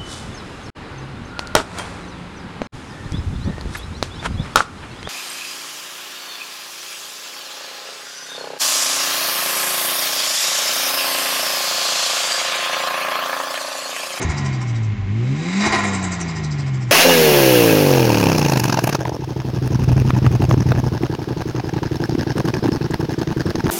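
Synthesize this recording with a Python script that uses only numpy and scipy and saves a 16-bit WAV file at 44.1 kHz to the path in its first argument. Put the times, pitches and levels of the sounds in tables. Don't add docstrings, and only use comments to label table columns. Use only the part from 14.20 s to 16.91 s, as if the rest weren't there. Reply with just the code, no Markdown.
import sys
import numpy as np
from scipy import signal
from scipy.fft import rfft, irfft, next_fast_len
from scipy.io import wavfile
from scipy.ndimage import uniform_filter1d

SR = 44100
rng = np.random.default_rng(int(sys.argv[2]) if len(sys.argv) > 2 else 0)


def generate_wav(sig):
    pcm = np.round(np.clip(np.atleast_2d(sig).T, -1, 1) * 32767).astype(np.int16)
    wavfile.write(sys.argv[1], SR, pcm)


N = 119511

# time in seconds, firings per second.
SPEED = [(0, 181), (.12, 145), (.25, 138), (.42, 123.5), (.72, 104.7), (.86, 94), (.93, 105.5),
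         (1.1, 132.3), (1.27, 174), (1.44, 210.4), (1.5, 214.5), (1.6, 205), (1.95, 176), (2.3, 148.7),
         (2.71, 120)]
# time in seconds, opening from 0 to 1.
THROTTLE = [(.74, 0), (.82, .5), (1, 1), (1.44, 1), (1.5, 0)]
FIRINGS_PER_TURN = 3
MID_SPEED_HZ = 140
RECEDE_DB_PER_S = -1.5

# time in seconds, level in dB.
DRONE = [(0, -38), (.04, -30.5), (.12, -28), (.29, -20), (.37, -21), (.43, -24), (.5, -19.5), (.6, -19),
         (.735, -19), (.758, -45), (.795, -19.5), (.845, -25), (.9, -20.5), (1.02, -17.5), (1.07, -20),
         (1.12, -17.5), (1.17, -23.5), (1.215, -20.5), (1.243, -34), (1.27, -21), (1.31, -24.5),
         (1.38, -17), (1.46, -21), (1.5, -31), (1.66, -24), (1.88, -25), (1.95, -28.5), (2.08, -25.5),
         (2.17, -27.5), (2.3, -22), (2.42, -22.5), (2.55, -19.5), (2.62, -23), (2.71, -22.5)]
# time in seconds, level in dB before it wavers.
HALF_RATE = [(0, -31), (.03, -61), (.052, -17), (.078, -30), (.098, -17), (.125, -34), (.17, -38),
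             (.6, -53), (.84, -31.5), (1, -53), (1.43, -55), (1.52, -31.5), (1.76, -27), (2.05, -36),
             (2.3, -33), (2.45, -51), (2.71, -48)]
# multiple of crankshaft speed, level in dB with the throttle shut,
# level in dB with it open; the pipe, the fade and the waver are added later.
ORDERS = [(2, -36, -48), (4, -44, -47), (4.5, -39.5, -34.5), (5, -47, -46), (6, -40, -35), (7.5, -40, -46),
          (9, -54, -38), (12, -62, -41)]
# frequency in Hz, lift in dB.
PIPE = [(65, -14), (95, 1.5), (130, 1.5), (150, -9.5), (175, -5.5), (205, 7.5), (240, -4), (290, 1.5),
        (325, -1.5), (370, 1), (410, -2.5), (450, -13.5), (500, -1.5), (545, -17), (800, -10)]
WAVER_DB, WAVER_RATE = 3.2, 22
OVERTONE_JITTER, JITTER_RATE = .055, 45

# frequency in Hz, relative level in dB.
BOOM = [(25, -42), (45, -29), (80, -14), (140, -3), (210, -0.5), (300, -1), (400, -0.5), (480, -25),
        (800, -28.5), (2000, -78.5)]
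BOOM_DB, BOOM_DB_PER_OCTAVE = -38.5, 5
FIRING_SCATTER = 0.48

# frequency in Hz, relative level in dB.
SHUDDER = [(22, -17.5), (38, -0.5), (60, -11.5), (100, 5.5), (150, 5.5), (260, -28.5), (1000, -83.5)]
SHUDDER_DB, SHUDDER_DB_PER_OCTAVE, SHUDDER_LOAD_DB = -37, -7, 0.5

# frequency in Hz, relative level in dB.
RATTLE = [(200, -12), (450, 5.5), (750, 5.5), (1400, 4), (2200, 1.5), (3000, 1), (4500, -8), (7300, -13),
          (8500, -52), (10000, -64.5)]
# centre in Hz, width in Hz, lift in dB.
BAY = [(634, 18, 5), (785, 35, 10), (1022, 52, 6.5), (1090, 40, 6.5), (1270, 44, -0.5), (1454, 60, 1),
       (1630, 75, 1), (1890, 140, 6.5), (2153, 170, 10.5), (2380, 70, 4.5), (2576, 75, 4)]
RATTLE_DB, RATTLE_DB_PER_OCTAVE = -36, 6.5
RATTLE_GATE, RATTLE_SCATTER_DB = 0.1, 0.5

# time in seconds, level in dB.
RUSH = [(0, -31.5), (.3, -36.5), (.75, -58), (1.1, -65), (1.27, -36), (1.38, -37), (1.44, -20.5),
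        (1.5, -22.5), (1.62, -25), (1.8, -29.5), (2.1, -36), (2.71, -52)]
# frequency in Hz, relative level in dB.
RUSH_COLOUR = [(150, -0.5), (400, 6), (520, -2.5), (700, 3), (1000, 7.5), (2100, 3), (2800, -2.5),
               (4400, -22), (7300, -15.5), (8400, -42), (10000, -43)]
# centre in Hz, width in Hz, lift in dB.
AIR_PIPE = [(667, 28, 11.5), (716, 26, 12), (779, 15, 10), (862, 40, 7), (1026, 36, 12), (1070, 50, 3),
            (1237, 30, 3.5), (1392, 50, 6.5), (1607, 55, -7), (1695, 24, 7.5), (1901, 110, 11),
            (2158, 130, 12), (2400, 65, 10), (2664, 70, -10.5)]
# frequency in Hz, relative level in dB.
SIZZLE = [(2500, 2.5), (3800, 9.5), (4400, 7.5), (7300, 5.5), (8400, -34), (10000, -40)]
# centre in Hz, width in Hz, lift in dB.
TRACT = [(3300, 250, -7), (3880, 400, 10.5), (4300, 240, -4), (4864, 520, 6), (5960, 160, 5),
         (6470, 200, 3.5), (6600, 250, 2), (7440, 460, 7)]
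SIZZLE_DB, SIZZLE_GROWTH, REFERENCE_RUSH_DB = -35.5, 1.14, -26
# frequency in Hz, relative level in dB.
SUCTION = [(600, -21), (1500, -6), (2200, 6.5), (3000, -7), (4500, -6.5), (7400, -10.5), (8400, -17.5),
           (10000, -31.5)]
SUCTION_DB, SUCTION_DB_PER_OCTAVE = -42.5, 25
AIR_PULSING = 0.033

# peak time in seconds, centre in Hz, level in dB.
TICKS = [(.0165, 6000, -31), (.027, 7200, -27), (1.828, 7000, -32), (1.841, 7400, -30), (2.002, 6400, -33),
         (2.013, 7200, -28), (2.244, 5200, -34)]
TICK_ATTACK_S, TICK_DECAY_S, TICK_WIDTH_HZ = .0003, .0035, 3200

# time of full strength in seconds, centre in Hz, level in dB.
SQUEAKS = [(.018, 6330, -32), (1.829, 7520, -33), (2.009, 5860, -33)]
SQUEAK_ATTACK_S, SQUEAK_HOLD_S, SQUEAK_RELEASE_S, SQUEAK_WIDTH_HZ = .0012, 0.016, 0.013, 600

# peak time in seconds, centre in Hz, level in dB, decay in seconds.
THUDS = [(0.023, 372.8, -27.5, 0.042), (1.499, 84.5, -29, .03)]
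THUD_ATTACK_S, THUD_WIDTH = 0.027, .2

# time of full strength in seconds, hiss level in dB, hiss centre in Hz,
# whoosh level in dB, attack in seconds.
CHUFFS = [(.026, -34.5, 5900, -25.5, 0.0069), (.105, -34, 5600, -29, 0.0089),
          (0.184, -34.5, 5330, -33.5, 0.01), (0.261, -36, 5600, -31, 0.0093), (.34, -38.5, 5160, -68, .009),
          (.418, -39.5, 5460, -33.5, 0.0067), (.493, -42, 5750, -43, 0.012),
          (.566, -43.5, 5550, -69, 0.011), (.641, -46, 5630, -55, 0.011), (1.412, -31, 4920, -28.5, 0.0083),
          (1.466, -27, 5788, -18.5, 0.012), (1.527, -28.5, 4458, -18, 0.0047),
          (1.555, -31.5, 4740, -19, 0.0096), (1.592, -37, 6130, -24, 0.0084),
          (1.646, -34.5, 7240, -21.5, 0.0071), (1.682, -34, 6700, -30.5, 0.011),
          (1.75, -30.5, 8100, -26.5, 0.014), (1.842, -29, 7300, -27.5, 0.0041),
          (1.929, -30.5, 6625, -30, 0.0095), (2.011, -36.5, 6500, -30, 0.0067),
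          (2.092, -34, 5430, -40, 0.01), (2.168, -34.5, 5540, -35, .010), (2.245, -36.5, 5407, -38, 0.0082),
          (2.322, -36.5, 5400, -46, 0.0092), (2.4, -38.5, 5174, -36.5, 0.012),
          (2.476, -43, 5413, -37, 0.0094), (2.551, -44, 5600, -43, 0.012),
          (2.627, -43.5, 5500, -41.5, 0.013), (2.703, -47.5, 5600, -40, 0.014)]
# frequency in Hz, relative level in dB.
HISS = [(1500, -31), (3000, -5), (4350, 0.5), (5000, 0.5), (6300, -1), (7700, 3.5), (8400, -3), (9000, -23),
        (10000, -38.5)]
# frequency in Hz, relative level in dB.
WHOOSH = [(100, -21.5), (330, 9.5), (420, 0.5), (520, -12.5), (720, -0.5), (1400, -0.5), (2300, -6.5),
          (2800, -4.5), (4000, -20.5), (8000, -19.5)]
CHUFF_HOLD_S, CHUFF_RELEASE_S = 0.006, 0.015
CHUFF_TAIL, CHUFF_TAIL_S = 0.15, 0.045
HISS_WIDTH_HZ, HISS_SKIRT = 1900, 0.23
HISS_PATCHY_DB, HISS_PATCH_HZ = 3.5, 200.5
GRIT_DB, GRIT_RATE = 1.8, 450

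TOP_HZ = 9700


def undb(db):
    return 10 ** (np.asarray(db) / 20)


def curve(rows):
    return np.interp(np.arange(N) / SR, *np.array(rows, float).T)


def unit(x):
    return x / np.sqrt(np.mean(x ** 2))


def walk(rate):
    k = int(SR / rate)
    steps = np.repeat(rng.standard_normal(N // k + 1), k)
    smooth = uniform_filter1d(uniform_filter1d(steps, k), k)
    return 1.3 * smooth[:N]


def colour(x, points, resonances=()):
    size = next_fast_len(N + 8192)
    f = np.maximum(np.fft.rfftfreq(size, 1 / SR), 1)
    hz, db = np.array(points, float).T
    shape = np.interp(np.log(f), np.log(hz), db)
    for centre, width, lift in resonances:
        shape = shape + lift / (1 + (2 * (f - centre) / width) ** 2)
    return unit(irfft(rfft(x, size) * undb(shape), size)[:N])


def chopped_noise(firings, depth, scatter_db):
    strength = undb(scatter_db * rng.standard_normal(1024))[firings.astype(int)]
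    pulsing = 1 + depth * np.cos(2 * np.pi * firings - np.pi)
    return rng.standard_normal(N) * strength * pulsing


def swell(at, attack, hold, release):
    t = np.arange(N) / SR - at
    return np.exp(-.5 * (np.minimum(t, 0) / attack) ** 2 - np.maximum(t - hold, 0) / release)


def narrow_noise(hz, width_hz):
    low_pass = signal.butter(2, width_hz / 2, fs=SR, output="sos")
    slow = signal.sosfilt(low_pass, rng.standard_normal((2, N)))
    phase = 2 * np.pi * np.cumsum(hz * np.ones(N)) / SR
    return unit(slow[0] * np.cos(phase) + slow[1] * np.sin(phase))


def exhaust(firings, firing_hz, load):
    def tone(multiple, jitter):
        cycles = multiple * firings + rng.random() + jitter * walk(JITTER_RATE)
        return np.sqrt(2) * np.sin(2 * np.pi * cycles)

    out = tone(1, 0) * undb(curve(DRONE))
    out += tone(.5, 0) * undb(curve(HALF_RATE) + walk(18))
    fade_db = RECEDE_DB_PER_S * np.arange(N) / SR
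    for order, shut_db, open_db in ORDERS:
        multiple = order / FIRINGS_PER_TURN
        throttle_db = shut_db + (open_db - shut_db) * load
        pipe_db = np.interp(multiple * firing_hz, *np.array(PIPE).T)
        level_db = throttle_db + pipe_db + fade_db + WAVER_DB * walk(WAVER_RATE)
        out += tone(multiple, OVERTONE_JITTER) * undb(level_db)
    return out


def boom(firings, octaves):
    at = np.flatnonzero(np.diff(np.floor(firings)))
    pulses = np.zeros(N)
    pulses[at] = rng.standard_normal(1024)[:len(at)]
    push = FIRING_SCATTER * unit(pulses) + .5 * rng.standard_normal(N)
    return colour(push, BOOM) * undb(BOOM_DB + BOOM_DB_PER_OCTAVE * octaves)


def shudder(load, octaves):
    level_db = SHUDDER_DB + SHUDDER_DB_PER_OCTAVE * octaves + SHUDDER_LOAD_DB * load
    return colour(rng.standard_normal(N), SHUDDER) * undb(level_db)


def valve_gear(firings, octaves):
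    rattle = colour(chopped_noise(firings, RATTLE_GATE, RATTLE_SCATTER_DB), RATTLE, BAY)
    fade_db = RECEDE_DB_PER_S * np.arange(N) / SR
    return rattle * undb(RATTLE_DB + RATTLE_DB_PER_OCTAVE * octaves + fade_db)


def intake(firings, load, octaves):
    def air(points, resonances):
        return colour(chopped_noise(firings, AIR_PULSING, scatter_db=1.0), points, resonances)

    rush_db = curve(RUSH)
    rush = air(RUSH_COLOUR, AIR_PIPE) * undb(rush_db)
    sizzle_db = SIZZLE_DB + SIZZLE_GROWTH * (rush_db - REFERENCE_RUSH_DB)
    sizzle = air(SIZZLE, TRACT) * undb(sizzle_db)
    suction_db = SUCTION_DB + SUCTION_DB_PER_OCTAVE * octaves
    suction = air(SUCTION, TRACT) * load * undb(suction_db)
    return rush + sizzle + suction


def ticks():
    out = np.zeros(N)
    for at, hz, db in TICKS:
        envelope = swell(at, TICK_ATTACK_S, 0, TICK_DECAY_S)
        out += undb(db) * envelope * narrow_noise(hz, TICK_WIDTH_HZ)
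    return out


def squeaks():
    out = np.zeros(N)
    for at, hz, db in SQUEAKS:
        envelope = swell(at, SQUEAK_ATTACK_S, SQUEAK_HOLD_S, SQUEAK_RELEASE_S)
        out += undb(db) * envelope * narrow_noise(hz, SQUEAK_WIDTH_HZ)
    return out


def thuds():
    out = np.zeros(N)
    for at, hz, db, decay in THUDS:
        envelope = swell(at, THUD_ATTACK_S, 0, decay)
        out += undb(db) * envelope * narrow_noise(hz, 2 * THUD_WIDTH * hz)
    return out


def flutter(firings):
    out = np.zeros(N)
    size = next_fast_len(N)
    f = np.fft.rfftfreq(size, 1 / SR)
    whoosh = colour(chopped_noise(firings, AIR_PULSING, scatter_db=0.34), WHOOSH, AIR_PIPE)
    grit = rng.standard_normal(N) * undb(GRIT_DB * walk(GRIT_RATE))
    air = rfft(colour(grit, HISS, TRACT), size)
    for at, hiss_db, hiss_hz, whoosh_db, attack in CHUFFS:
        uneven = np.interp(f / HISS_PATCH_HZ, np.arange(128), rng.standard_normal(128))
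        patches = undb(HISS_PATCHY_DB * uneven)
        focus = HISS_SKIRT + 1 / (1 + (2 * (f - hiss_hz) / HISS_WIDTH_HZ) ** 2)
        hiss = unit(irfft(air * patches * focus, size)[:N])
        puff = swell(at, attack, CHUFF_HOLD_S, CHUFF_RELEASE_S)
        tail = swell(at, attack, 0, CHUFF_TAIL_S)
        hiss_envelope = (1 - CHUFF_TAIL) * puff + CHUFF_TAIL * tail
        out += hiss_envelope * undb(hiss_db) * hiss
        out += puff * undb(whoosh_db) * whoosh
    return out


def scene():
    firing_hz = curve(SPEED)
    load = np.clip(curve(THROTTLE), 0, 1)
    firings = np.cumsum(firing_hz) / SR
    octaves = np.log2(firing_hz / MID_SPEED_HZ)
    engine = exhaust(firings, firing_hz, load) + boom(firings, octaves)
    engine += shudder(load, octaves) + valve_gear(firings, octaves)
    turbo = intake(firings, load, octaves) + ticks() + squeaks()
    engine += thuds()
    turbo += flutter(firings)
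    return (engine + turbo)[None]


def record(dry):
    low_pass = signal.ellip(10, .2, 80, TOP_HZ, fs=SR, output="sos")
    return signal.sosfilt(low_pass, dry)


dry = scene()
out = record(dry)
generate_wav(out)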